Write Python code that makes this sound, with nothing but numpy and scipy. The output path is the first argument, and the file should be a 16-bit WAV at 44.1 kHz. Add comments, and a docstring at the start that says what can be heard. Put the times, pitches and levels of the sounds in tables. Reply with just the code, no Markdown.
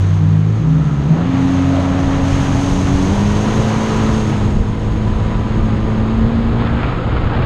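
"""On a calm canal, a jet ski opens up, climbs onto the plane and cruises, heard from the rider's seat.
The exhaust notes, harmonics of the crank's rotation, rise with the engine and swell in turn as they
cross the silencer's resonances. The hull drones at low speed and rings with the jet pump's turbulence;
water rushes along it, slaps it and flies off as spray. Wind buffets the small cased microphone more
and more as the craft gathers speed."""
import sys
import numpy as np
from scipy import signal
from scipy.fft import rfft, irfft, next_fast_len
from scipy.io import wavfile

SR = 44100
rng = np.random.default_rng(int(sys.argv[2]) if len(sys.argv) > 2 else 0)


def wav_record(signal):
    """Record a signal, one row per channel, as 16-bit PCM in the file named by sys.argv[1]."""
    frames = np.transpose(np.atleast_2d(signal))
    bounded = np.clip(frames, -1, 1)
    # unit amplitude maps onto the largest positive 16-bit level
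    quanta = np.round(bounded * 32767).astype(np.int16)
    wavfile.write(sys.argv[1], SR, quanta)


N = 328545


def from_db(db):
    """Amplitude ratio of a level in decibels."""
    return 10 ** (np.asarray(db) / 20)


def unit_rms(x):
    """Normalisation to rms 1."""
    return x / np.sqrt(np.mean(x ** 2) + 1e-20)


def in_time(rows):
    """Linear interpolation of a table over time: one curve for each column after the first."""
    times_s, *columns = np.transpose(rows)
    return [np.interp(np.arange(N) / SR, times_s, column) for column in columns]


def swell(at_s, attack_s, decay_s):
    """Gaussian envelope of height 1 with separate rise and fall times."""
    t = np.arange(N) / SR - at_s
    return np.exp(-(t / np.where(t < 0, attack_s, decay_s)) ** 2)


def drift(rate_hz):
    """Low-pass filtered noise: a smooth random fluctuation of rms 1."""
    hop, settling = 40, 2000   # samples per step; steps discarded
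    pole = np.exp(-2 * np.pi * hop * rate_hz / SR)
    noise = rng.standard_normal(N // hop + settling + 2)
    slow = signal.lfilter([1], [1, -2 * pole, pole * pole], noise)[settling:]
    return np.interp(np.arange(N) / hop, np.arange(len(slow)), unit_rms(slow))


def peaks_db(hz, modes):
    """Resonances and antiresonances as a sum of Lorentzian curves in dB."""
    return sum(boost / (1 + (2 * (hz - centre) / width) ** 2) for centre, width, boost in modes)


def colour(x, spectrum, modes=()):
    """Spectral shaping by a broad envelope with narrow peaks or dips on top; rms 1."""
    size = next_fast_len(N)
    hz = np.maximum(np.arange(size // 2 + 1) * SR / size, 1)
    points_hz, points_db = np.transpose(spectrum)
    db = np.interp(np.log(hz), np.log(points_hz), points_db)
    octaves_outside = np.abs(np.log2(hz / np.clip(hz, points_hz[0], points_hz[-1])))
    db += peaks_db(hz, modes) - 24 * octaves_outside
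    return unit_rms(irfft(rfft(x, size) * from_db(db), size)[:N])


def phase_of(hz):
    """Phase in radians as the time integral of a steady or changing frequency."""
    return 2 * np.pi * np.cumsum(np.broadcast_to(hz, N)) / SR


def rough_tone(phase, rough, flutter_hz):
    """Random amplitude and phase modulation broadens a spectral line; rms 1."""
    in_phase = (1 + rough * drift(flutter_hz)) * np.sin(phase)
    quadrature = rough * drift(flutter_hz) * np.cos(phase)
    return unit_rms(in_phase + quadrature)


# Wind, growing with the craft's airspeed. Each row: time in seconds, level before gusts in dB.
WIND_LEVEL = [(0, -38), (.8, -31), (1.3, -29), (1.75, -29), (2.3, -20), (3.2, -18), (3.85, -21.5),
              (4.5, -19.5), (5.4, -18), (7.45, -17)]
# Gusts and lulls. Each row: time in seconds, level change in dB.
WIND_GUSTS = [(1.92, 8), (2.05, 4), (2.219, 4.5), (2.36, 1), (2.64, -7), (2.75, 4), (2.96, 3.5), (3.08, 3),
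              (3.28, 0.5), (3.45, -8), (3.6, 4), (3.73, -7), (3.88, -5), (4.0, 1), (4.1, -1), (4.47, 8.5),
              (4.58, 7.5), (4.81, -1.5), (5.13, 5.5), (5.45, -5), (5.6, 3), (5.85, 3), (6.0, 1.5),
              (6.09, -7), (6.2, 6), (6.55, 4), (6.8, 2), (6.93, -3), (7.0, -2.5), (7.11, 1.5), (7.21, 1.5)]
# Spectrum of the buffeting. Each row: frequency in Hz, relative density in dB.
WIND_SPECTRUM = [(12, -13.5), (25, 1), (45, 1.5), (80, 0.5), (130, -4.5), (200, -8.5), (300, -17.5),
                 (450, -20), (800, -33.5), (2000, -68)]


def wind():
    """Turbulent pressure fluctuations at the microphone make a low rumble in lumps and gusts."""
    lumps = from_db(drift(11) + 0.4 * drift(16))
    gust_db = sum(db * swell(s, attack_s=0.038, decay_s=0.045) for s, db in WIND_GUSTS)
    rumble = unit_rms(colour(rng.standard_normal(N), WIND_SPECTRUM) * lumps)
    return from_db(in_time(WIND_LEVEL)[0] + gust_db) * rumble


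# Resonance and antiresonance of the microphone's case. Each row: centre in Hz, width in Hz, gain in dB.
CASE_PEAK = [(6480, 540, 9.2)]
CASE_DIP = [(5980, 270, -22.5)]
# Spectrum of the spray. Each row: frequency in Hz, relative density in dB.
SPRAY_SPECTRUM = [(1000, -5.5), (2800, 5.5), (4000, 3), (5000, 0), (6000, 3.5), (7200, -3), (9000, -9),
                  (10000, -16.5), (11000, -13.5), (12000, -20.5), (13200, -40)]
# Bow spray, left behind once the hull planes. Each row: time in seconds, level in dB.
BOW_SPRAY_LEVEL = [(0, -44), (.3, -49), (1.28, -47.5), (1.42, -41.5), (2.2, -40.5), (2.32, -34.5),
                   (4.13, -35.5), (4.62, -46), (5.8, -49.5), (7.45, -63)]
# The hiss turns hollow as the spray falls behind. Each row: time in seconds, hollow share from 0 to 1.
SPRAY_HOLLOWNESS = [(0, 0.08), (4.0, 0.2), (4.5, 0.8), (5.3, 0.84), (6.5, 0.7), (7.45, 0.94)]


def spray(drops_per_s, size_db):
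    """Shot noise: thousands of unequal drops merge into a hiss that rings in the microphone's case."""
    sizes = from_db(size_db * np.minimum(rng.exponential(1, N), 5)) * rng.standard_normal(N)
    drops = sizes * (rng.random(N) < drops_per_s / SR)
    bright = colour(drops, SPRAY_SPECTRUM, CASE_PEAK)
    hollow = colour(drops, SPRAY_SPECTRUM, CASE_PEAK + CASE_DIP)
    share = in_time(SPRAY_HOLLOWNESS)[0]
    hiss = (1 - share) * bright + share * hollow
    return from_db(in_time(BOW_SPRAY_LEVEL)[0] + 0.63 * drift(20)) * hiss


# The hull slaps into ripples. Each row: peak time, attack and decay in seconds, change of churn in dB,
# splash level in dB, splash resonance in Hz.
HULL_SLAPS = [(1.125, 0.033, 0.12, 7, -51, 700), (1.185, 0.016, 0.071, 0.5, -41, 1250),
              (1.37, .05, 0.067, 2.5, -35, 780), (2.37, 0.094, 0.085, -3.5, -36, 1800),
              (2.56, 0.056, 0.052, 3, -39, 1000), (3.14, 0.026, 0.037, 5, -40, 900),
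              (3.46, 0.038, 0.16, 2.5, -31.5, 1500), (3.72, 0.057, 0.074, -1, -27.5, 820),
              (3.92, .04, .07, 2, -30, 1350), (4.34, 0.053, 0.034, 3, -29, 1300),
              (4.44, 0.042, 0.052, 5, -50, 801), (6.61, 0.047, 0.045, 3.5, -27, 1000),
              (6.68, 0.034, 0.13, 2, -30, 1576), (6.84, 0.057, 0.1, 3, -28, 2320),
              (6.91, 0.028, 0.044, -0.5, -36, 1110), (7.1, 0.11, 0.39, 1, -29.5, 1300),
              (7.36, 0.084, 0.19, 10, -32, 1560)]
# Spectrum of a splash. Each row: frequency in Hz, relative density in dB.
SPLASH_SPECTRUM = [(400, -2), (800, 3), (1400, -1), (2400, -6.5), (3400, -11), (4300, -19), (5500, -33),
                   (8000, -47)]


def splashes(drops_per_s, patter_db, width_hz=400, boost_db=6):
    """Each impact throws a sheet of water that breaks into heavy drops, with a resonance of its own."""
    drops = rng.standard_normal(N) * (rng.random(N) < drops_per_s / SR)
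    drops *= from_db(patter_db * drift(40))
    out = 0
    for s, attack_s, decay_s, _, db, hz in HULL_SLAPS:
        patter = colour(drops, SPLASH_SPECTRUM, [(hz, width_hz, boost_db)] + CASE_DIP)
        out += from_db(db) * swell(s, attack_s, decay_s) * patter
    return out


# Flow along the hull; it drives churn and ringing too. Each row: time in seconds, rush level in dB.
FLOW_LEVEL = [(0, -35.5), (.45, -38), (1.0, -36), (1.35, -30.5), (1.85, -30), (2.4, -28.5), (2.8, -30.5),
              (4.05, -28), (4.25, -32), (4.45, -31.5), (4.58, -36.5), (5.3, -33.5), (5.9, -33),
              (6.5, -32.5), (6.8, -32), (7.45, -35.5)]
# Spectra of the low churn and the brighter rush. Each row: frequency in Hz, relative density in dB.
CHURN_SPECTRUM = [(40, -31.5), (120, 7), (250, 9), (400, 0), (650, -1), (850, -2.5), (1200, -12.5),
                  (2500, -57.5)]
RUSH_SPECTRUM = [(300, -16), (750, -0.5), (1100, 4.5), (1500, 0), (1850, -1.5), (2400, -6), (3100, -7.5),
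                 (4000, -12), (5000, -20), (6000, -33), (7000, -28), (8000, -32), (10000, -61),
                 (11000, -56), (13000, -69.5)]


def water(crank, churn_over_rush_db):
    """Turbulent flow noise: a churn that changes at each slap, and a rush modulated by the pump."""
    slap_db = sum(db * swell(s, attack_s, decay_s) for s, attack_s, decay_s, db, _, _ in HULL_SLAPS)
    churn = colour(rng.standard_normal(N), CHURN_SPECTRUM)
    churn *= from_db(churn_over_rush_db + slap_db + drift(25))
    throb = 1 + 0.083 * np.sin(crank) + 0.037 * np.sin(2 * crank)
    rush = colour(rng.standard_normal(N) * throb, RUSH_SPECTRUM, CASE_PEAK + CASE_DIP)
    rush *= from_db(0.5 * drift(30))
    return from_db(in_time(FLOW_LEVEL)[0]) * (churn + rush)


# Swells of the drone before the hull planes. Each row: time and half length in seconds, level in dB.
DRONE_SWELLS = [(0.285, 0.22, -13.5), (0.686, 0.074, -13.5), (0.783, 0.071, -13.5), (0.888, 0.039, -16.5),
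                (0.984, 0.053, -21), (1.112, 0.03, -5.5)]
# Hollow boom of the water under the hull. Each row: time in seconds, pitch in Hz, level in dB.
WATER_BOOM = [(0, 100, -48), (1.1, 105, -29), (1.3, 119.9, -20), (1.6, 138.3, -22), (1.87, 146, -22.5),
              (2.2, 146, -21), (2.6, 128, -22), (3.1, 130.1, -24), (4.4, 135.5, -24.5), (4.8, 130, -35),
              (7.45, 131.8, -31)]
# A thin hum, probably a panel, that comes up with speed. Each row: time in seconds, level in dB.
HUM_LEVEL = [(0, -60), (3.1, -48), (3.7, -40), (4.8, -47), (6.1, -45), (6.9, -37), (7.45, -39)]


def hull(drone_hz, hum_hz):
    """Narrowband vibration: a drone while the hull sits deep, a boom as it lifts, a hum at speed."""
    drone_gain = sum(from_db(db) * swell(s, half_s, half_s) for s, half_s, db in DRONE_SWELLS)
    drone = drone_gain * rough_tone(phase_of(drone_hz), rough=0.08, flutter_hz=15)
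    hum = from_db(in_time(HUM_LEVEL)[0]) * rough_tone(phase_of(hum_hz), rough=0.77, flutter_hz=9.8)
    boom_hz, boom_db = in_time(WATER_BOOM)
    boom = from_db(boom_db) * rough_tone(phase_of(boom_hz), rough=0.7, flutter_hz=17.3)
    return drone + hum + boom


# Hull modes: pump growl, singing panel, upper panel. Each row: centre in Hz, width in Hz.
HULL_RESONANCES = [(640, 200), (982, 44), (1295, 160)]
# Jet pump surges. Each row: time and half length in seconds, level change of each of the modes in dB.
PUMP_SURGES = [(0.84, 0.21, -6, 6, 13.5), (1.21, 0.046, 2, 2, 12.5), (1.788, 0.12, 5.5, 0, 6),
               (1.85, 0.54, 10.5, 0, 4), (2.41, .04, -2, 0, 12), (2.9, 0.63, 8.5, 5.5, -13.5),
               (3.918, 0.032, 0, 0, 6), (4.05, 0.24, -7, 5.5, 8), (5.196, 0.83, -7, 6.5, -1),
               (6.857, 0.45, -2.5, -3.5, 12.5)]


def hull_ringing(turns_hz):
    """Broadband excitation: turbulence in the jet pump sets three modes of the hull ringing."""
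    growl_db, panel_db, upper_panel_db = -12.5, -13.5, -15   # relative to the rush
    # near 108 turns per second the ninth crank order meets the singing panel's mode
    panel_db += 2.5 * np.exp(-((turns_hz - 108) / 7.9) ** 2)
    mode_dbs = (growl_db, panel_db, upper_panel_db)
    surge_dbs = sum(np.outer(dbs, swell(s, half_s, half_s)) for s, half_s, *dbs in PUMP_SURGES)
    rush_db = in_time(FLOW_LEVEL)[0]
    out = 0
    for (hz, width), db, surge_db in zip(HULL_RESONANCES, mode_dbs, surge_dbs):
        band = signal.butter(2, [hz - width / 2, hz + width / 2], "band", fs=SR, output="sos")
        ring = unit_rms(signal.sosfilt(band, rng.standard_normal(N)))
        out += from_db(rush_db + db + surge_db) * ring
    return out


# Flares of the panel's tone. Each row: time and half length in seconds, level in dB.
PANEL_FLARES = [(3.92, .05, -32), (4.035, .022, -24), (4.12, .06, -29.5), (5.3, .5, -41)]


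def singing_panel(crank):
    """Forced vibration: a panel radiates the ninth crank order as a fluttering tone."""
    gain = sum(from_db(db) * swell(s, half_s, half_s) for s, half_s, db in PANEL_FLARES)
    return gain * rough_tone(9 * crank, rough=0.18, flutter_hz=20)


# Spectrum of the exhaust bubbling out. Each row: frequency in Hz, relative density in dB.
BURBLE_SPECTRUM = [(190, -7), (270, 2.5), (380, -4), (500, -10.5)]
# Strength of the bubbling. Each row: time in seconds, level in dB.
BURBLE_LEVEL = [(0, -31.5), (.4, -30.5), (.75, -29), (1.1, -32.5), (1.5, -37), (3.2, -38), (3.85, -46),
                (4.25, -37), (4.6, -40), (5.6, -30.5), (6.3, -31.5), (7.45, -32.5)]


def burble():
    """Bubble noise: exhaust gas escaping through the water gurgles in a low band."""
    gurgle = colour(rng.standard_normal(N), BURBLE_SPECTRUM) * from_db(drift(25))
    return from_db(in_time(BURBLE_LEVEL)[0]) * gurgle


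# Strength of the gear whine. Each row: time in seconds, level in dB.
WHINE_LEVEL = [(0, -57), (3.8, -62.5), (4.7, -58), (5.3, -41), (6.2, -43), (6.6, -52), (7.45, -45)]


def gear_whine(crank):
    """Periodic tooth contact gives a thin tone on the eleventh crank order."""
    return from_db(in_time(WHINE_LEVEL)[0]) * rough_tone(11 * crank, rough=0.2, flutter_hz=12)


# Overtones of the exhaust. Each row: crank order, relative level in dB.
RASP_OVERTONES = [(1.5, 6), (2.5, -0.5), (3.5, -2.5), (4.5, -4.5), (5, -6.5), (5.5, -6.5), (6, -5),
                  (6.5, -7.5), (7, -16.5), (7.5, -11), (8, -15), (8.5, -13), (9, -7.5), (9.5, -9),
                  (10, -11), (12, -15.5), (14.5, -14)]
# Resonances and dips of the exhaust pipe. Each row: centre in Hz, width in Hz, gain in dB.
PIPE_RESONANCES = [(295, 31, 7), (388, 15, 8), (476.5, 17, 8.5), (545.7, 9.3, 9.5), (578, 25, -2),
                   (648, 58, -5.5), (828, 25, 6), (957, 64, 4), (1286, 33, 7)]
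# Strength of the rasp. Each row: time in seconds, level in dB.
RASP_LEVEL = [(0, -35), (1.0, -30), (1.8, -29), (2.9, -28), (3.7, -23.5), (4.2, -28.5), (4.7, -29.5),
              (5.4, -30), (6.2, -28), (7.45, -29.5)]


def exhaust_rasp(crank):
    """Unequal cylinders repeat every two turns, adding half orders to a series the pipe filters."""
    overtones = 0
    for order, db in RASP_OVERTONES:
        phase = order * crank + rng.uniform(0, 2 * np.pi)
        overtones += from_db(db) * rough_tone(phase, rough=0.1, flutter_hz=8)
    rasp = colour(overtones, [(60, 0), (2000, 0)], PIPE_RESONANCES)
    return from_db(in_time(RASP_LEVEL)[0]) * rasp


# Load on the engine. Each row: time in seconds, relative load in dB.
ENGINE_LOAD = [(0, -0.5), (.4, 0.5), (.65, -2), (1.0, -0.5), (1.6, -0.5), (2.3, -3), (3.0, 1), (3.25, 2),
               (3.75, 1.5), (4.17, 2), (4.35, -0.5), (4.7, -2), (5.25, -2), (6.1, 0.5), (6.6, 0.5),
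               (7.45, 0)]
# Crank orders 1 to 4. Each row: level at cruising speed before the silencer in dB,
# growth in dB per doubling of speed, gain in dB per dB of load.
EXHAUST_ORDERS = [(-29, -2, 0.35), (-23.5, -4, 1.45), (-24, 9.5, 1.5), (-29.5, 0.5, 3)]
# Resonances and dips of silencer and engine bay. Each row: centre in Hz, width in Hz, gain in dB.
SILENCER_RESONANCES = [(67, 19, 10), (87.9, 2.9, -12), (89.9, 16.8, 13.5), (107.2, 20.6, 6.5),
                       (115, 21.3, 6.5), (146.2, 30, 11.5), (168, 11, 12.5), (199, 39, 8.5),
                       (228.3, 22.3, 12.5), (237.5, 9.9, -18), (269.8, 26.6, 18), (293.8, 14, 8.5),
                       (304, 17, -7.5), (319, 4.8, 5.5), (350.4, 39, -17), (366.5, 11, 9), (383, 48, 8),
                       (430, 30, 4)]
CRUISE_TURNS_HZ, VALLEY_DB = 97.6, -8.5   # valley: the gain between resonances
WAVER_DBS, WAVER_HZ = (2.0, 0.62, 0.51, 1.1), 6.8   # each note wavers in level, the lowest most


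def exhaust_notes(crank, turns_hz):
    """Source and filter: four harmonics follow load and speed, swelling at the silencer's resonances."""
    load_db = in_time(ENGINE_LOAD)[0]
    doublings = np.log2(turns_hz / CRUISE_TURNS_HZ)
    notes = 0
    for order, (db, growth_db, load_slope) in enumerate(EXHAUST_ORDERS, 1):
        source_db = db + growth_db * doublings + load_slope * load_db
        silencer_db = VALLEY_DB + peaks_db(order * turns_hz, SILENCER_RESONANCES)
        waver_db = WAVER_DBS[order - 1] * drift(WAVER_HZ)
        tone = rough_tone(order * crank + rng.uniform(0, 2 * np.pi), rough=0.075, flutter_hz=5.7)
        notes += from_db(source_db + silencer_db + waver_db) * tone
    return notes


# Speed of the engine. Each row: time in seconds, crank turns per second.
ENGINE_SPEED = [(0.0, 47.6), (0.3, 49.9), (0.59, 55.5), (0.7, 66.6), (0.8, 69.4), (1.07, 70.8), (1.2, 84.3),
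                (1.3, 88.3), (1.45, 89.7), (1.95, 90.9), (2.4, 91.6), (3.03, 93.3), (3.17, 101.8),
                (3.35, 103.7), (3.6, 109), (4.15, 109.1), (4.3, 105.7), (4.46, 104), (5.0, 107),
                (5.3, 106.9), (5.7, 109.7), (6.02, 109.3), (6.28, 113.7), (6.8, 116.1), (7.02, 118.7),
                (7.45, 118.5)]


def scene():
    """Superposition of engine, hull, water and wind at the rider's seat."""
    turns_hz = in_time(ENGINE_SPEED)[0]
    crank = phase_of(turns_hz * (1 + 0.001 * drift(15)))
    engine = exhaust_notes(crank, turns_hz) + exhaust_rasp(crank) + gear_whine(crank) + burble()
    body = hull(drone_hz=157, hum_hz=513) + hull_ringing(turns_hz) + singing_panel(crank)
    wake = water(crank, churn_over_rush_db=4.5)
    wake += splashes(drops_per_s=6000, patter_db=1.5) + spray(drops_per_s=20000, size_db=-1.5)
    return (engine + body + wake + wind())[None]


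def record(dry):
    """Soft saturation rounds the highest peaks, and a low-pass filter cuts the top."""
    ceiling, cutoff_hz = 0.8, 13000
    rounded = dry / (1 + (dry / ceiling) ** 6) ** (1 / 6)
    return signal.sosfilt(signal.ellip(10, 0.1, 90, cutoff_hz, fs=SR, output="sos"), rounded)


dry = scene()
out = record(dry)
wav_record(out)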